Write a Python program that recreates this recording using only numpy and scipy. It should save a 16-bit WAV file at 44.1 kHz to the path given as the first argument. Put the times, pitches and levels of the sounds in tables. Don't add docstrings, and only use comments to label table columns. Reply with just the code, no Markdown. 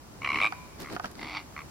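import sys
import numpy as np
from scipy import signal
from scipy.fft import rfft, irfft
from scipy.io import wavfile

SR = 44100
rng = np.random.default_rng(int(sys.argv[2]) if len(sys.argv) > 2 else 0)


def wav_out(sig):
    wavfile.write(sys.argv[1], SR, np.round(np.clip(np.atleast_2d(sig).T, -1, 1) * 32767).astype(np.int16))


N = 74970
TIME = np.arange(N) / SR
BURST_TIME = np.arange(1024) / SR


def from_db(db):
    return 10 ** (np.asarray(db) / 20)


def rms_one(x):
    return x / np.sqrt(np.mean(x ** 2) + 1e-20)


def add(track, start_s, sound):
    i = max(int(start_s * SR), 0)
    track[i:i + len(sound)] += sound[:max(N - i, 0)]


def pan(x, left_db):
    return x * from_db([[left_db / 2], [-left_db / 2]])


def lowpass(x, hz, order=2):
    return signal.sosfilt(signal.butter(order, hz, fs=SR, output="sos"), x)


def waver(rate_hz):
    return rms_one(lowpass(rng.standard_normal(N), rate_hz))


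def swell(peak_s, half_s):
    return np.exp(-.5 * ((TIME - peak_s) / half_s) ** 2)


def resonate(x, resonances):
    out = 0
    for hz, width, db in resonances:
        r = np.exp(-np.pi * width / SR)
        band = [(1 - r * r) / 2, 0, (r * r - 1) / 2, 1, -2 * r * np.cos(2 * np.pi * hz / SR), r * r]
        out = out + from_db(db) * signal.sosfilt([band, band], x)
    return out


def crack(decay_s):
    x = rng.standard_normal(len(BURST_TIME)) * np.exp(-BURST_TIME / decay_s)
    return x / np.linalg.norm(x)


# frequency in Hz, likeness (1 the same, -1 opposite).
EAR_LIKENESS = [(30, 1), (90, 0.54), (300, 0.52), (2500, -0.042), (5000, -0.28), (9000, -0.68)]

def noise(spectrum):
    log_hz = np.log(np.arange(N // 2 + 1) * SR / N + 1)
    curves = (np.transpose(spectrum), np.transpose(EAR_LIKENESS))
    colour_db, alike = (np.interp(log_hz, np.log(hz), values) for hz, values in curves)
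    shared, opposite = rfft(rng.standard_normal((2, N))) * from_db(colour_db)
    ears = np.sqrt(1 + alike) * shared + np.sqrt(1 - alike) * opposite * [[1], [-1]]
    return rms_one(irfft(ears, N))


# frequency in Hz, relative level in dB.
WIND_COLOUR = [(20, -48), (33, -18), (55, 0), (130, -2.5), (300, -6.5), (520, -12), (1050, -12),
               (1800, -20), (3300, -25.5), (5200, -22.5), (8000, -25.5), (15500, -28.5)]
# time in seconds, level in dB.
WIND_LEVELS = [(0, -49.5), (.4, -45.5), (1.1, -49.5), (1.7, -46.5)]

def wind_and_water():
    return from_db(np.interp(TIME, *np.transpose(WIND_LEVELS))) * noise(WIND_COLOUR)


# loudest moment in seconds, half-length in seconds, pitch in Hz, level in dB.
FAINT_NOTES = [(0.467, .035, 313.3, -49.5), (0.594, 0.058, 1000, -51.5), (1.34, 0.076, 302, -51)]

def faint_notes(waver_hz=3.5):
    out = 0
    for peak_s, half_s, hz, db in FAINT_NOTES:
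        pitch = hz + waver_hz * waver(rate_hz=14)
        tone = rms_one(np.sin(2 * np.pi * np.cumsum(pitch) / SR))
        out = out + from_db(db) * swell(peak_s, half_s) * tone
    return out


def lagoon_echo(x):
    out = 0
    for db, fade_s in ((-14, .115), (-20, 1)):
        fade = from_db(-60 * TIME / fade_s)
        tail = lowpass(rng.standard_normal((2, N)), hz=4700) * fade / np.linalg.norm(fade)
        out = out + from_db(db) * signal.fftconvolve(x, tail, axes=1)[:, :N]
    return out


# start in seconds, relative level in dB.
SPLASH_TICKS = [(.8025, -31), (.813, -35), (.8212, -33), (.9335, -35), (1.1148, -37.5)]

def splash_ticks():
    out = np.zeros(N)
    for start_s, db in SPLASH_TICKS:
        tick, fizz = crack(decay_s=.0002), crack(decay_s=.006)
        add(out, start_s, from_db(db + 10) * (tick + .55 * fizz))
    return lowpass(out, hz=11000, order=1)


# start in seconds, level in dB.
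WATER_PLOPS = [(0.918, -15), (0.9259, -28), (0.9334, -10.5)]

def plops(hz=210, width_hz=320):
    thump = resonate(signal.unit_impulse(len(BURST_TIME)), [(hz, width_hz, 0)])
    thump /= np.linalg.norm(thump)
    out = np.zeros(N)
    for start_s, db in WATER_PLOPS:
        add(out, start_s, from_db(db) * thump)
    return out


# loudest moment in seconds, half-length in seconds, body level in dB, spray level in dB.
FOOT_SLOSHES = [(0.243, 0.021, -43.5, -74), (0.366, 0.032, -39, -48.5), (0.822, 0.026, -40, -46.5),
                (0.934, 0.025, -37.5, -44.5), (1.055, 0.017, -41, -45.5), (1.109, 0.011, -49.5, -58.5),
                (1.218, 0.048, -43.5, -51.5)]
# frequency in Hz, relative level in dB.
BODY_COLOUR = [(60, -16.5), (130, -6), (330, -3.5), (520, -13), (1300, -17.5), (2500, -27.5), (6000, -78)]
SPRAY_COLOUR = [(500, -21), (2000, -2), (3200, -11), (4500, -3), (7000, -14), (12000, -15.5), (16000, -19)]

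def sloshes(grain_db=5):
    body = sum(from_db(db) * swell(peak_s, half_s) for peak_s, half_s, db, _ in FOOT_SLOSHES)
    spray = sum(from_db(db) * swell(peak_s, half_s) for peak_s, half_s, _, db in FOOT_SLOSHES)
    drops = rms_one(from_db(grain_db * waver(rate_hz=700)))
    return body * noise(BODY_COLOUR) + spray * drops * noise(SPRAY_COLOUR)


# start in seconds, relative level of the ring in dB, relative level of the click in dB.
HOLLOW_KNOCKS = [(.4442, -14.5, -36), (0.5229, -17.5, -27.5), (0.964, -18.5, -31), (0.9971, -17.5, -26),
                 (1.0439, -17.5, -30.5), (1.057, -28, -27.5)]
# pitch in Hz, relative level in dB, seconds to fade by 60 dB.
RING_TONES = [(760, -5, 0.033), (950, -16.5, 0.067), (1221, -3, 0.024), (1507, -6, 0.041),
              (1780, -15, 0.035)]
# frequency in Hz, width in Hz, relative level in dB.
CLICK_BANDS = [(2300, 2400, 5.5), (4580, 1300, 4), (8440, 8600, -15.5)]

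def knocks(attack_s=.0009, roughness=.6, ear_lag_radians=1.4):
    out, t = np.zeros((2, N)), TIME[:SR // 10]
    for start_s, ring_db, click_db in HOLLOW_KNOCKS:
        for hz, tone_db, fade_s in RING_TONES:
            pitch = hz * (1 + .042 * rng.normal())
            phase = 2 * np.pi * (pitch * t + rng.random())
            phase += roughness * waver(rate_hz=170)[:len(t)]
            fade = from_db(ring_db + tone_db - 3.5 - 60 * t / fade_s)
            loudness = fade * (1 - np.exp(-t / attack_s))
            add(out[0], start_s, loudness * np.sin(phase - ear_lag_radians))
            add(out[1], start_s, loudness * np.sin(phase))
        for ear in out:
            click = resonate(crack(decay_s=.0012), CLICK_BANDS)
            add(ear, start_s, from_db(click_db + 13.5) * click)
    return pan(out, left_db=-3.5)


PUFF_PEAK_S = .006
CLEAN_WIDTH_HZ = 470

def throat_burst(throat, rough, puff_s):
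    t, out = BURST_TIME - PUFF_PEAK_S, 0
    half_s = puff_s * (1 + .15 * np.sign(t))
    puff = np.exp(-.5 * (t / half_s) ** 2)
    for hz, width, db in throat:
        pitch = hz * (1 + .02 * rng.normal())
        tone = np.sin(2 * np.pi * (pitch * t + rng.random()))
        swirl = rng.standard_normal(len(t))
        clean, hiss = (rms_one(resonate(puff * x, [(hz, width, 0)])) for x in (tone, swirl))
        clean_share = np.exp(-(width / CLEAN_WIDTH_HZ) ** 2)
        out = out + from_db(db) * rms_one(clean_share * clean + rough * hiss)
    return rms_one(out)


# time in seconds, frequency multiplier.
NECK_STRETCH = [(.245, 1.011), (.33, 1.005), (.47, 1.018), (1.2, 0.993), (1.36, 1.022)]

def call(effort, throat, rough, puff_s, lead_s, rebound_s, rebound_db, uneven=1):
    times, rates, levels = np.transpose(effort)
    spread_db, jitter_s = .8 * uneven, .0002 * uneven
    out, now = np.zeros(N), times[0]
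    while now <= times[-1]:
        stretch = np.interp(now, *np.transpose(NECK_STRETCH))
        stretched = [(hz * stretch, width, db) for hz, width, db in throat]
        rebound_lag = rebound_s * (1 + .1 * rng.normal())
        for lag, db in ((0, 0), (rebound_lag, rebound_db)):
            level_db = np.interp(now, times, levels) + db + spread_db * rng.normal()
            start_s = now + lag - lead_s - PUFF_PEAK_S + jitter_s * rng.normal()
            add(out, start_s, from_db(level_db) * throat_burst(stretched, rough, puff_s))
        now += 1 / np.interp(now, times, rates)
    return out


# time in seconds, bursts per second, level in dB.
SOFT_EFFORTS = [
    [(.8472, 77.2, -49), (.874, 75, -48), (.906, 77, -52)],
    [(1.5652, 74.2, -42.5), (1.592, 76.3, -45), (1.619, 75.2, -50), (1.637, 72, -74)],
]
# frequency in Hz, width in Hz, relative level in dB.
SOFT_RESONANCES = [(1146, 434, 6.5), (2107, 470, 7.5), (4200, 370, -12.5), (5900, 370, -21)]

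def soft_grunts():
    return sum(call(effort, SOFT_RESONANCES, rough=.35, puff_s=.00093, lead_s=.0009,
                    rebound_s=.004, rebound_db=-8.5) for effort in SOFT_EFFORTS)


# time in seconds, bursts per second, level in dB.
RASP_OPENING = [(1.1915, 70, -47.5)]
RASP_EFFORT = [(1.2151, 72.9, -47.5), (1.268, 72.76, -47), (1.297, 85.7, -45.5), (1.335, 99.6, -48.5),
               (1.352, 102.9, -45), (1.371, 105, -39.5), (1.391, 95.3, -50), (1.429, 60.5, -60)]
# frequency in Hz, width in Hz, relative level in dB.
RASP_RESONANCES = [(828, 320, -1), (1120, 360, -0.5), (2133, 355, 5), (2780, 77, -12), (3490, 800, -5.5),
                   (4450, 460, -4), (5440, 320, -14)]

def rasp():
    voice = sum(call(effort, RASP_RESONANCES, rough=1.2, puff_s=.0006, lead_s=.0005, rebound_s=.004,
                     rebound_db=-.5, uneven=2.3) for effort in (RASP_OPENING, RASP_EFFORT))
    return pan(voice, left_db=-.8)


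# time in seconds, bursts per second, level in dB.
GRUNT_EFFORT = [(.2195, 79.3, -42), (.234, 62.8, -43), (.2475, 70, -31), (.262, 70.2, -34.5),
                (.304, 70.4, -29.5), (.319, 75.7, -33.5), (.361, 70.7, -30.5), (.389, 64.5, -34),
                (.408, 48, -30)]
# frequency in Hz, width in Hz, relative level in dB.
GRUNT_RESONANCES = [(660, 620, -13), (1093, 243, 0.5), (2203, 330, 5), (2830, 280, -8.5), (4050, 470, -15),
                    (5330, 820, -21.5), (8150, 2500, -34)]

def grunt():
    return call(GRUNT_EFFORT, GRUNT_RESONANCES, rough=.7, puff_s=.0015, lead_s=.0008,
                rebound_s=.0074, rebound_db=-11.5)


# time in seconds, bursts per second, level in dB.
HONK_EFFORT = [(.4162, 101.6, -28.5), (.445, 105.9, -26.5), (.463, 107.5, -29), (.473, 110.9, -31.5),
               (.486, 97.8, -48)]
# frequency in Hz, width in Hz, relative level in dB.
HONK_RESONANCES = [(700, 710, -13), (1135, 200, -8.5), (2316, 317, 0.5), (2760, 300, -19), (3700, 400, -17),
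                   (4740, 1200, -24.5), (7900, 2600, -31), (12200, 4900, -41)]

def honk():
    return call(HONK_EFFORT, HONK_RESONANCES, rough=.5, puff_s=.0011, lead_s=.0016,
                rebound_s=.006, rebound_db=-15.5)


def scene():
    background = wind_and_water() + faint_notes()
    wading = splash_ticks() + plops() + sloshes()
    near = knocks() + soft_grunts() + rasp() + grunt() + honk()
    return background + wading + lagoon_echo(near) + near


# frequency in Hz, width in Hz, level in dB.
MICROPHONE_MISMATCH = [(3080, 170, 6.5)]

def record(dry, cutoff_hz=15850):
    mismatch = resonate(dry.mean(axis=0), MICROPHONE_MISMATCH) * np.array([[1], [-1]])
    treble_cut = signal.ellip(12, .1, 80, cutoff_hz, fs=SR, output="sos")
    return signal.sosfilt(treble_cut, dry + mismatch)


dry = scene()
out = record(dry)
wav_out(out)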